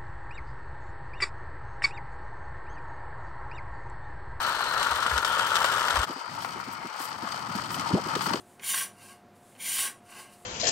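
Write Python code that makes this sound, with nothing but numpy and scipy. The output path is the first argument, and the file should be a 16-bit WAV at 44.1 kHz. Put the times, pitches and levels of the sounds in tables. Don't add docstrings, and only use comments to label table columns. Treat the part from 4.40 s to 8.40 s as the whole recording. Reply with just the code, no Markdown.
import sys
import numpy as np
from scipy import signal
from scipy.fft import rfft, irfft
from scipy.io import wavfile
from scipy.ndimage import map_coordinates

SR = 44100
rng = np.random.default_rng(int(sys.argv[2]) if len(sys.argv) > 2 else 0)


def to_wav(s):
    ch = np.atleast_2d(s).T
    pcm = np.round(np.clip(ch, -1, 1) * 32767)
    wavfile.write(sys.argv[1], SR, pcm.astype(np.int16))


N = 176400
T, HZ = np.arange(N) / SR, np.fft.rfftfreq(2 * N, 1 / SR)

# time_s, shell_db, tick_db
FRONT_ROLLING = [(0, -28, -37.5), (.25, -29.5, -42), (.4, -27.5, -37), (.78, -28, -39), (.815, -33, -42.5),
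                 (.86, -28, -38), (1.42, -27, -37), (1.65, -27, -38.5)]
SIDE_ROLLING = [(1.67, -35.5, -46), (1.9, -38.5, -51.5), (2.03, -36.5, -46), (2.2, -39, -50.5),
                (2.55, -37.5, -51), (2.61, -34, -45), (2.78, -37.5, -49.5), (2.9, -35.5, -45.5),
                (3.08, -35, -49.5), (3.19, -32.5, -41.5), (3.255, -37, -48), (3.4, -33, -45),
                (3.48, -31.5, -43), (3.64, -37, -47), (3.71, -29.5, -42.5), (3.79, -35.5, -43),
                (3.85, -29.5, -37.5), (3.94, -33, -43.5), (4, -38, -47)]
# start_s, level_db, tick_above_shell_db
GRAIN_BUMPS = [(.429, -26.5, 0.5), (.514, -24.5, -27), (0.6647, -22, -10), (.7786, -21, -4),
               (0.828, -27, -7), (0.8482, -19, -6.5), (.994, -21, -7), (1.1552, -18.5, -3),
               (1.167, -22, -4.5), (1.219, -22.5, -8), (1.244, -13, -10.5), (1.2665, -29, -29),
               (1.3, -27, -17), (1.483, -23.5, -5), (1.557, -20.5, -7.5), (1.569, -20.5, -9),
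               (2.047, -23.5, -19), (2.2, -29, -26), (2.873, -30, -14), (2.9217, -33.5, 0.5),
               (3.158, -27, -14), (3.306, -26.5, -11), (3.3435, -29, -4), (3.384, -38, 3), (3.396, -25, -7),
               (3.409, -27.5, -8), (3.49, -32, -4), (3.753, -21.5, -7), (3.809, -22.5, -13),
               (3.935, -19.5, -9), (3.9572, -31.5, -4)]
# frequency_hz, gain_db
FRONT_SHELL_TONE = [(300, -24), (520, -12.5), (740, -14), (920, -6), (1400, -1), (1580, -5.5),
                    (2350, -16.5), (2800, -15.5), (3170, -11), (3900, -12), (6200, -20), (8200, -22),
                    (15500, -36)]
SIDE_SHELL_TONE = [(100, -62), (300, -28), (520, -13.5), (660, -11), (900, 1), (1060, -4), (1300, 2),
                   (1550, -9), (2000, -11), (2600, -14), (3700, -16), (4500, -8), (6200, -18),
                   (8500, -23.5), (11000, -30), (15500, -36.5)]
# pitch_hz, boost_db
PANEL_PEAKS = [(935, 3.5), (1370, 1.5), (2300, 0.5), (3040, 5.5), (3600, -0.5), (4700, 1), (5350, 2.5)]
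# start_s, length_s, level_db, pitch_hz
AXLE_WHIRRS = [(0, .8, -37, 4280), (0.862, 0.46, -36, 3230), (1.68, .33, -48, 4870),
               (2.03, 0.88, -50.5, 2280)]
# start_s, length_s, level_db
TYRE_SCRAPES = [(2.01, 0.13, -50), (2.321, 0.033, -46.5), (2.587, 0.12, -41.5), (3.315, 0.068, -41),
                (3.818, 0.062, -38.5)]
# start_s, level_db, pitch_hz
LOW_THUDS = [(1.695, -32, 300), (1.761, -39.5, 288), (2.155, -37.5, 298), (2.274, -35.5, 248),
             (2.446, -35.5, 243), (2.599, -40, 228), (2.825, -33, 189), (3.087, -32.5, 155),
             (3.15, -28, 196), (3.386, -32.5, 200), (3.504, -29, 260), (3.534, -13, 160), (3.544, -21, 370),
             (3.571, -25, 510), (3.659, -31.5, 262), (3.76, -27, 290), (3.866, -29, 225),
             (3.909, -28.5, 216), (3.936, -24, 356)]
# centre_s, half_length_s, level_db
AIR_PUFFS = [(0.54, 0.045, -45.5), (0.752, 0.019, -33.5), (1.592, 0.022, -31.5)]
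# time_s, level_db
RUMBLE_LEVEL = [(0, -54.5), (1.6, -51.5), (1.68, -46.5), (1.81, -73), (1.9, -48), (2.4, -50), (2.53, -67),
                (2.7, -52), (3.3, -43), (4, -42)]
# frequency_hz, gain_db
FRONT_RUMBLE_TONE = [(20, -44), (45, -1), (110, 5), (250, -6), (500, -14), (1000, -58)]
SIDE_RUMBLE_TONE = [(20, -53), (55, -20), (110, -2), (200, -1), (350, -8), (1000, -44)]
# frequency_hz, louder_db
FRONT_LEFT_BOOST = [(700, 5), (1400, 8.5), (2400, 4.5), (3150, 3), (4300, 14), (5600, 9), (8100, 2.5),
                    (11000, -1.5), (15000, 2)]
SIDE_LEFT_BOOST = [(200, 10), (550, 3.5), (800, 12.5), (1300, 10), (2000, 4.5), (3300, 1), (4600, 11),
                   (5600, 11), (8100, 0), (15000, 1)]
# frequency_hz, lag_radians
FRONT_LAG = [(200, -6), (2400, -5.5), (3600, -2.5), (4400, -12)]
SIDE_LAG = [(750, -6), (900, -14.5), (1300, -10.5), (1550, -1.5), (3700, 1.5), (4400, -6)]
TREBLE_LAG = [(6500, 0), (7600, 7.5), (8700, 5.5), (11600, 0.5), (13000, -9)]
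# frequency_hz, likeness_0_to_1
PORT_LIKENESS = [(1300, 1), (2000, 0), (3150, 0.55), (4400, 0), (8300, 1), (13800, 1), (15500, 0)]

SHELL_SPREAD_DB, TICK_SPREAD_DB = 3, 4.5
SHELL_RING_S, TICK_RING_S = 0.0036, 0.0049
SWELL_SHAPE = [0, 1, 1, 0]


def truck(rolling, shell_tone, split_hz=2120, shell_gain_db=2.5, tick_gain_db=5.5):
    times, shell_db, tick_db = np.transpose(rolling)
    shell_bumps = [(start_s, db) for start_s, db, _ in GRAIN_BUMPS]
    tick_bumps = [(start_s, db + above_db) for start_s, db, above_db in GRAIN_BUMPS]
    rattle = plastic_ring(wheel_knocks(times, shell_db, SHELL_SPREAD_DB, shell_bumps), SHELL_RING_S)
    ticks = plastic_ring(wheel_knocks(times, tick_db, TICK_SPREAD_DB, tick_bumps), TICK_RING_S)
    low_share = 1 / (1 + (HZ / split_hz) ** 8)
    tone = amp(curve(shell_tone)) * panel_gain()
    rattle = filtered(rattle, ringing_filter(unit_level(tone * np.sqrt(low_share))))
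    ticks = filtered(ticks, ringing_filter(unit_level(tone * np.sqrt(1 - low_share))))
    return rattle * amp(shell_gain_db) + ticks * amp(tick_gain_db)


def wheel_knocks(times, level_db, spread_db, bumps, crunch_s=0.002, bounce_s=0.004):
    force = grit(spread_db) * amp(np.interp(T, times, level_db))
    crunch_fade = np.exp(-T[:SR // 200] / crunch_s)
    click = unit_level(signal.unit_impulse(len(crunch_fade)))
    for (start_s, db), chance in zip(bumps, rng.random(len(bumps))):
        crunch = unit_level(crunch_fade * rng.choice([-1, 1], len(crunch_fade)))
        knock = amp(db - 3) * unit_level(click + crunch)
        add(force, start_s, knock)
        add(force, start_s + bounce_s * (.5 + chance), knock * amp(-8))
    return force


def grit(spread_db, grains_per_s=2200, clump_db=1.5, clump_hz=71):
    size = amp(spread_db * np.minimum(rng.exponential(1, N), 4)) * rng.choice([-1, 1], N)
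    hits = rng.random(N) < grains_per_s / SR
    slow_band = HZ / (HZ + 10) / (1 + (HZ / clump_hz) ** 2)
    pressure = unit_level(filtered(rng.standard_normal(N), slow_band))
    return unit_level(size * hits * amp(clump_db * pressure))


def plastic_ring(force, ring_s, spots=16, ring_share=0.66, tail_s=0.02, tail_db=-11):
    t = np.arange(4096) / SR
    spot_hit = rng.integers(0, spots, N)
    sound = np.zeros((2, N))
    for spot in range(spots):
        ring_noise, tail_noise = rng.standard_normal((2, 2, len(t)))
        ring = unit_level(ring_noise * np.exp(-t / ring_s))
        tail = unit_level(tail_noise * np.exp(-t / tail_s))
        response = (ring + amp(tail_db) * tail) / np.sqrt(len(t))
        response[0] *= np.sqrt(ring_share)
        response[0, 0] += np.sqrt(1 - ring_share)
        sound += signal.oaconvolve((force * (spot_hit == spot))[None], response, axes=1)[:, :N]
    return sound


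def panel_gain(sharpness=16):
    return amp(sum(db / (1 + (2 * sharpness * (HZ / hz - 1)) ** 2) for hz, db in PANEL_PEAKS))


def axle_whirr(start_s, length_s, level_db, pitch_hz, width_hz=470, pitch_drop=0.06):
    band = 1 / (1 + (2 * (HZ - pitch_hz) / width_hz) ** 2)
    chatter = filtered(plastic_ring(grit(SHELL_SPREAD_DB), TICK_RING_S), ringing_filter(band))
    progress = np.clip((T - start_s) / length_s, 0, 1)
    position = np.cumsum(1 - pitch_drop * progress)
    sinking = np.array([map_coordinates(row, [position]) for row in chatter])
    return unit_level(sinking) * amp(level_db) * np.interp(progress, [0, 0.0094, .5, 1], SWELL_SHAPE)


def sand_cracks(rolling, cracks_per_s=65, gain_db=-10.5):
    times, _, tick_db = np.transpose(rolling)
    clicks = unit_level(rng.uniform(0, 1, N) * (rng.random(N) < cracks_per_s / SR))
    force = clicks * amp(np.interp(T, times, tick_db) + gain_db)
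    band = unit_level(pitch_band(HZ, pitch_hz=10900, octaves=0.88))
    return filtered(plastic_ring(force, ring_s=0.0016), ringing_filter(band))


def tyre_scrapes():
    loudness = sum(amp(db) * np.interp((T - start_s) / length_s, [0, 0.066, .5, 1], SWELL_SHAPE)
                   for start_s, length_s, db in TYRE_SCRAPES)
    tone = pitch_band(HZ, pitch_hz=8100, octaves=1.1) * panel_gain()
    hiss = filtered(plastic_ring(grit(TICK_SPREAD_DB), TICK_RING_S), ringing_filter(tone))
    return unit_level(hiss) * loudness


def thuds(rise_s=0.007, gain_db=-2.5, low_cut_hz=97, stereo_width=0.23):
    middle, sides = np.zeros((2, N))
    age = T[:SR // 10] / rise_s
    swell = age * np.exp(1 - age)
    for start_s, db, pitch_hz in LOW_THUDS:
        for part in middle, sides:
            add(part, start_s, amp(db + gain_db) * burst(swell, pitch_hz, octaves=0.54))
    return filtered(stereo(middle, stereo_width * sides), 1 - 1 / (1 + (HZ / low_cut_hz) ** 4))


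def air_puffs():
    return sum(amp(db) * burst(np.exp(-.5 * ((T - centre_s) / half_s) ** 2), pitch_hz=68.6, octaves=0.37)
               for centre_s, half_s, db in AIR_PUFFS)


def rumble(tone, stereo_width=0.46):
    middle, sides = filtered(rng.standard_normal((2, N)), amp(curve(tone)))
    loudness = amp(np.interp(T, *np.transpose(RUMBLE_LEVEL)))
    return unit_level(stereo(middle, stereo_width * sides)) * loudness


def microphone_ports(pair, left_boost, lag):
    left, unrelated = pair
    alike = curve(PORT_LIKENESS)
    shift = amp(-curve(left_boost)) * np.exp(-1j * (curve(lag) + curve(TREBLE_LAG)))
    right = filtered(left, shift * alike) + filtered(unrelated, shift * np.sqrt(1 - alike ** 2))
    return np.array([left, right])


def burst(swell, pitch_hz, octaves):
    band = pitch_band(np.fft.rfftfreq(len(swell), 1 / SR), pitch_hz, octaves)
    swings = irfft(band * np.exp(2j * np.pi * rng.random(len(band))), len(swell))
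    return unit_level(swings * swell) * np.sqrt(np.mean(swell ** 2))


def pitch_band(frequencies, pitch_hz, octaves):
    return np.exp(-.5 * (np.log2((frequencies + 1) / pitch_hz) / octaves) ** 2)


def ringing_filter(gain):
    cepstrum = irfft(np.log(np.maximum(gain, 1e-5)))
    cepstrum[1:N] *= 2
    cepstrum[N + 1:] = 0
    return np.exp(rfft(cepstrum))


def filtered(sound, response):
    return irfft(rfft(sound, 2 * N) * response)[..., :N]


def curve(table):
    hz, value = np.transpose(table)
    return np.interp(np.log(HZ + 1), np.log(hz), value)


def stereo(middle, sides):
    return np.array([middle + sides, middle - sides])


def add(mix, start_s, sound):
    part = mix[max(round(start_s * SR), 0):][:len(sound)]
    part += sound[:len(part)]


def unit_level(sound):
    return sound / np.sqrt(np.mean(sound ** 2) + 1e-20)


def amp(db):
    return 10 ** (np.asarray(db) / 20)


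def scene(switch_s=1.66, fade_s=0.018, return_s=0.017):
    axles = sum(axle_whirr(*row) for row in AXLE_WHIRRS)
    front = truck(FRONT_ROLLING, FRONT_SHELL_TONE) + sand_cracks(FRONT_ROLLING) + axles
    front = microphone_ports(front, FRONT_LEFT_BOOST, FRONT_LAG)
    side = truck(SIDE_ROLLING, SIDE_SHELL_TONE) + sand_cracks(SIDE_ROLLING) + axles + tyre_scrapes()
    side = microphone_ports(side, SIDE_LEFT_BOOST, SIDE_LAG)
    front += rumble(FRONT_RUMBLE_TONE) + air_puffs()
    side += rumble(SIDE_RUMBLE_TONE) + thuds()
    fade_out = np.clip((switch_s - T) / fade_s, 0, 1)
    fade_in = np.clip((T - switch_s + fade_s) / (return_s + fade_s), 0, 1) ** 2
    return front * fade_out + side * fade_in


def record(dry):
    low_pass = signal.firwin(511, 15900, window=("kaiser", 9), fs=SR)
    return signal.oaconvolve(dry, low_pass[None], "same")


dry = scene()
out = record(dry)
to_wav(out)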